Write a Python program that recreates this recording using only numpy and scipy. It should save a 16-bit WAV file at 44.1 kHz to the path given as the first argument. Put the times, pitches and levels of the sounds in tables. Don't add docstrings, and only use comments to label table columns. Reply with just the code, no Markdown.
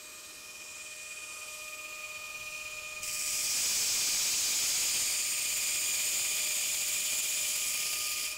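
import sys
import numpy as np
from scipy import signal
from scipy.io import wavfile
from scipy.ndimage import uniform_filter1d

SR = 44100
rng = np.random.default_rng(int(sys.argv[2]) if len(sys.argv) > 2 else 0)


def unload_wav(signal):
    wavfile.write(
        sys.argv[1],
        SR,
        np.round(np.clip(np.atleast_2d(signal).T, -1, 1) * 32767).astype(np.int16),
    )


def magnitude_from_level(level_db):
    exponent = np.asarray(level_db, float) / 20
    return 10 ** exponent


N = 369116
T = np.arange(N) / SR
SLAPS_PER_LOOP = 190


def evened(x):
    return x / np.sqrt(np.mean(x ** 2) + 1e-20)


def curve(rows, t):
    s, *columns = np.transpose(rows)
    return [np.interp(t, s, c) for c in columns]


def peak(hz, centre_hz, width_hz):
    return 1 / (1 + ((hz - centre_hz ** 2 / (hz + 1)) / width_hz) ** 2)


def spread(points, hz):
    f, db = np.transpose(points)
    power = magnitude_from_level(2 * np.interp(np.log(hz + 1), np.log(f), db))
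    return power[:, None] / power.mean()


def patches(shape, bins, frames):
    field = uniform_filter1d(rng.standard_normal(shape), max(int(bins), 1), 0)
    return evened(uniform_filter1d(field, max(int(frames), 1), 1))


def recurring(turns, keep):
    size = int(N / (turns[-1] - turns[0]))
    fresh = rng.standard_normal((120, size))
    surface = signal.lfilter([1], [1, -np.clip(keep, 0, .98)], fresh, axis=0)[30:]
    return evened(surface.ravel()[(turns * size).astype(int)])


def nearness(t):
    far_ms, near_ms = .23, .035
    return np.clip((far_ms - curve(BODY_ECHO, t)[0]) / (far_ms - near_ms), 0, 1)


def load(t):
    return np.clip((curve(PRESSURE, t)[0] + 62.5) / 8, 0, 2)


# (time [s], rate [slaps/s])
TREAD_RATE = [(0, 612), (.3, 613.4), (1.5, 613.3), (3.1, 612.5), (4.3, 609.9), (5.2, 610.4), (5.9, 609.9),
              (7, 610.1), (8.37, 611.1)]


def belt_loops():
    return np.cumsum(curve(TREAD_RATE, T)[0]) / SR / SLAPS_PER_LOOP


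RUNOUT = [(3, 0.18, -1.05, .02, 8), (5, 0.24, .3, 0.13, -0.4), (6, .1, .05, 0.26, 2), (9, .03, .6, .14, -1)]


def wheel_throb(turn):
    throb = 0
    for n, low, low_rad, high, high_rad in RUNOUT:
        throb = throb + low * np.exp(1j * (low_rad - n * turn))
        throb = throb + high * np.exp(1j * (high_rad + n * turn))
    return throb


# (time [s], first level [dB], second level [dB])
LOW_TONES = [(0, -61, -66), (.3, -67, -65), (.95, -63.5, -67), (1.3, -61.5, -58.5), (1.9, -58.5, -54.5),
             (3.4, -60, -55), (3.8, -59, -58.5), (4.4, -67, -56.5), (5, -61.5, -57.5), (6.2, -58, -58),
             (7.1, -58.5, -64), (7.5, -59, -61.5), (7.8, -62, -52.5), (8.1, -62, -52), (8.37, -60, -58)]
LOW_THROB = [(0.39, 2.2), (0.15, 1.6)]
# (multiple [-], level far [dB], level near [dB],
# change per unit load [dB], throb depth [ratio], throb lag [rad])
MULTIPLES = [(3, -67, -66.5, -0.5, 0.33, 0.8), (4, -57, -44.5, -.6, 0.94, 0.06),
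             (5, -70, -65.5, 3.3, 2.04, -0.35), (6, -72, -64.5, 0.5, .1, .1)]
BEARING = [(4, -24, 0.16), (4, 20, .14), (4, 25, 0.17), (4, 29, .1), (5, -29, .29), (5, 18, 0.64),
           (1, -8.5, .12), (2, 13, 0.22)]


def whine(loops):
    t, turn = T[::16], 2 * np.pi * loops[::16]
    near, loaded = nearness(t), load(t)
    levels = [(k + 1, db, *LOW_THROB[k]) for k, db in enumerate(curve(LOW_TONES, t))]
    for k, far_db, near_db, load_db, depth, lag in MULTIPLES:
        levels.append((k, far_db + (near_db - far_db) * near + load_db * loaded, depth, lag))
    wheels = wheel_throb(turn)
    starts_rad = 2 * np.pi * rng.random(len(BEARING))
    tread_rad = 2 * np.pi * SLAPS_PER_LOOP * loops + 0.078 * patches((1, N), 1, 499)[0]
    out = np.zeros(N)
    for k, db, depth, lag in levels:
        fine = sum(share * np.exp(1j * (round(n) * turn + start))
                   for (m, n, share), start in zip(BEARING, starts_rad) if m == k)
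        waver_db = patches((1, len(t)), 1, 800)[0]
        envelope = magnitude_from_level(db + waver_db) * (1 + depth * np.exp(-1j * lag) * wheels + fine)
        out += np.sqrt(2) * (np.interp(T, t, envelope) * np.exp(1j * k * tread_rad)).real
    return out


# (frequency [Hz], rms level [dB])
HUM = [(64.6, -78.5), (96.8, -79), (174, -81), (206, -80.5), (317.6, -79), (393, -82), (473, -76.5)]


def motor():
    out = np.zeros(N)
    for hz, db in HUM:
        phase_rad = 2 * np.pi * hz * T + 0.54 * patches((1, N), 1, 4000)[0]
        out += magnitude_from_level(db) * np.sqrt(2) * np.cos(phase_rad)
    return out


def rattle(loops):
    noise = .55 * recurring(loops, .85) + .6 * recurring(3 * loops, .93) + .55 * rng.standard_normal(N)
    turn = 2 * np.pi * loops
    return evened(noise * (1 + 0.043 * np.cos(6 * turn + 1.2) + 0.038 * np.cos(9 * turn + 1.2)))


# (frequency [Hz], relative density [dB per Hz])
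BELT = [(1500, -19), (2500, -13), (3900, -6.5), (5000, -3.5), (6400, -3), (7100, 0), (8500, -4.5),
        (10000, -12.5), (12000, -14), (15800, -22.5)]
# (time [s], level [dB], tilt above 9 kHz [dB per octave])
HISS = [(0, -49.5, 8), (.6, -48.5, 3), (1, -46.5, 1), (1.3, -46, 2), (1.55, -45, 3), (1.8, -47.5, 5),
        (2.2, -47.5, 6), (2.6, -46.5, 6), (3, -47, 7), (3.5, -44, .1)]
# (time [s], echo delay off the body [ms])
BODY_ECHO = [(0, 0.24), (.3, 0.24), (.75, 0.12), (1, .12), (1.55, 0.093), (2.2, 0.045), (8.37, 0.062)]


def belt_hiss(hz, t):
    echo_ms, (hiss_db, tilt_db) = curve(BODY_ECHO, t)[0], curve(HISS, t)
    echo_db = 1.14 * np.cos(2 * np.pi * np.outer(hz, echo_ms) / 1000)
    octaves = np.log2(np.maximum(hz, 9000) / 9000)[:, None]
    return spread(BELT, hz) * magnitude_from_level(2 * (hiss_db + tilt_db * octaves + echo_db))


# (frequency [Hz], width [Hz], relative level [dB])
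FRAME = [(2410, 200, -5), (2524, 110, -4), (2630, 440, -3), (3040, 310, -11.5), (3330, 170, -11)]
# (level far [dB], level near [dB])
RING_DB = (-62.5, -52)


def frame_ring(hz, t, loops):
    ring_db = np.interp(nearness(t), (0, 1), RING_DB) + 1.5 * load(t)
    ring_db += 2.5 * np.cos(2 * np.pi * 5 * np.interp(t, T, loops) + .1)
    modes = sum(magnitude_from_level(2 * db) * peak(hz, c, w) ** 2 for c, w, db in FRAME)[:, None]
    return modes / modes.mean() * magnitude_from_level(2 * ring_db)


# (frequency [Hz], relative density [dB per Hz])
DRONE = [(40, -20), (75, 1.5), (140, -12), (330, 2.5), (550, 0.7), (720, -4.5), (1150, 4), (1600, -2),
         (2200, 0), (3500, -9), (15800, -40)]


def drone(hz):
    return spread(DRONE, hz) * magnitude_from_level(2 * -59)


def running(loops):
    hz, t, z = signal.stft(rattle(loops), SR, nperseg=2048, noverlap=1536)
    power = belt_hiss(hz, t) + frame_ring(hz, t, loops) + drone(hz)
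    z *= np.sqrt(power) * magnitude_from_level(1.5 * patches(z.shape, 20, 30))
    return signal.istft(z, SR, nperseg=2048, noverlap=1536)[1][:N]


# (time [s], level [dB])
RUMBLE = [(0, -87), (1, -87), (1.55, -75), (2.6, -64), (3.5, -60.5), (5, -64), (7.3, -70), (8.37, -67.5)]


def draught():
    low = signal.sosfilt(signal.butter(2, 110, fs=SR, output="sos"), rng.standard_normal(N))
    return evened(low) * magnitude_from_level(curve(RUMBLE, T)[0] + 1.5 * patches((1, N), 1, 3000)[0])


def grit_strikes(loops, press_db):
    grit = rng.standard_normal(N) * magnitude_from_level(2.48 * np.minimum(rng.exponential(1, N), 3.5))
    grit = evened(grit) + 0.32 * recurring(loops, 0.803)
    lightness = np.clip((-26.0 - press_db) / 8, 0, 1)
    chatter_db = (0.55 + 1.83 * lightness) * patches((1, N), 1, 110)[0]
    chatter_db += 0.35 * patches((1, N), 1, 1500)[0]
    return evened(grit * magnitude_from_level(chatter_db))


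# (frequency [Hz], width [Hz], relative level ground at five places, heel to tip [dB] x 5)
BLADE = [ (2235, 720, -4, -16, -6, -11, -13), (2405, 600, -5, -5, -1, -10, 3),
         (2410, 70, -11, -11, 2, 3, -6), (2810, 500, -16, -13.5, -11.5, -10, -8.5),
         (3110, 520, -13, -7.5, -5.5, -6.5, -8), (3466, 500, -16, -9, -6.5, -8, -21),
         (4090, 820, -19, -6.5, -12.5, -11.5, -28), (4780, 680, -6, -3.5, -0.5, -9, 2.5),
         (5185, 980, -6, -5, -6.5, -11.5, -4), (5690, 1500, -3.5, -4, -35, -15, -9),
         (6420, 770, -12, -1, -5, -10, -11), (7020, 730, 0, -1, 4, 0.1, -10),
         (7810, 580, 1, -1, -8, -4.5, -16), (8570, 1400, -3, -10, 0, -9, -15),
         (9320, 1250, -12, -11.5, -9.5, -14.5, -9), (10100, 980, -7, -15, -18, -7, -10),
         (10850, 550, -16, -17, -12, -19, -15), (11670, 780, -12, -18, -14, -18.5, -8),
         (12360, 500, -17, -12.5, -14, -15, -10), (12600, 770, -7, -17, -7, -12, -11),
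         (13660, 500, -10, -9, -14, -15, -19), (13700, 840, -15, -29, -16, -14, -22),
         (14600, 740, -12, -16, -6, -10, -11), (15100, 780, -17, -17, -21, -14, -12),
         (15870, 840, -5, -14, -9, -14, -17), ]
# (time [s], place of contact, 0 heel to 4 tip [-])
STROKE = [(3.1, 0.01), (3.7, 0.77), (4.8, 1.26), (5.5, 2.27), (6.4, 2.6), (7.3, 2.97), (8, 3.38)]


def blade_modes(hz, t):
    place = curve(STROKE, t)[0]
    power = sum(peak(hz, c, w)[:, None] ** 2 * magnitude_from_level(2 * np.interp(place, range(5), db))
                for c, w, *db in BLADE)
    power *= peak(hz, 6500, 16200)[:, None]
    return power / power.mean(0)


def wheel_knocks_db(hz, t, loops):
    turn, low = 2 * np.pi * np.interp(t, T, loops), peak(hz, 2830, 1300)[:, None]
    knock_db = (0.95 + 0.78 * low) * np.cos(5 * turn + 1.9 - 1.0 * low)
    return knock_db + 1.3 * low * np.cos(10 * turn - 2.1) + .5 * np.cos(6 * turn + 0.57)


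# (time [s], level [dB])
PRESSURE = [(3.02, -59), (3.035, -36), (3.1, -38), (3.3, -33), (3.5, -29), (3.6, -26), (4.1, -25),
            (4.55, -26.5), (4.72, -25), (5, -27), (5.3, -30.5), (6.15, -29), (6.7, -30.5), (7.5, -30),
            (8.1, -34), (8.25, -33), (8.3, -36.5), (8.335, -42), (8.36, -52)]


def grinding(loops):
    press_db = curve(PRESSURE, T)[0]
    hz, t, z = signal.stft(grit_strikes(loops, press_db), SR, nperseg=512, noverlap=384)
    level_db = wheel_knocks_db(hz, t, loops) + 0.85 * patches(z.shape, 6, 11)
    z *= np.sqrt(blade_modes(hz, t)) * magnitude_from_level(level_db)
    touching = T > PRESSURE[0][0]
    return signal.istft(z, SR, nperseg=512, noverlap=384)[1][:N] * magnitude_from_level(press_db) * touching


def scene():
    loops = belt_loops()
    mono = whine(loops) + motor() + running(loops) + draught() + grinding(loops)
    return np.tile(mono, (2, 1))


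def overload(x):
    top = magnitude_from_level(-27)
    return x / (1 + abs(x / top) ** 6.5) ** (1 / 6.1)


def low_pass(x):
    return signal.sosfilt(signal.butter(12, 16990, fs=SR, output="sos"), x)


def record(dry):
    edge_hz = 15750
    lowpass = signal.firwin(2047, edge_hz, window=("kaiser", 9), fs=SR)[None]
    limited = signal.oaconvolve(overload(dry), lowpass, "same")
    return low_pass(limited)


dry = scene()
out = record(dry)
unload_wav(out)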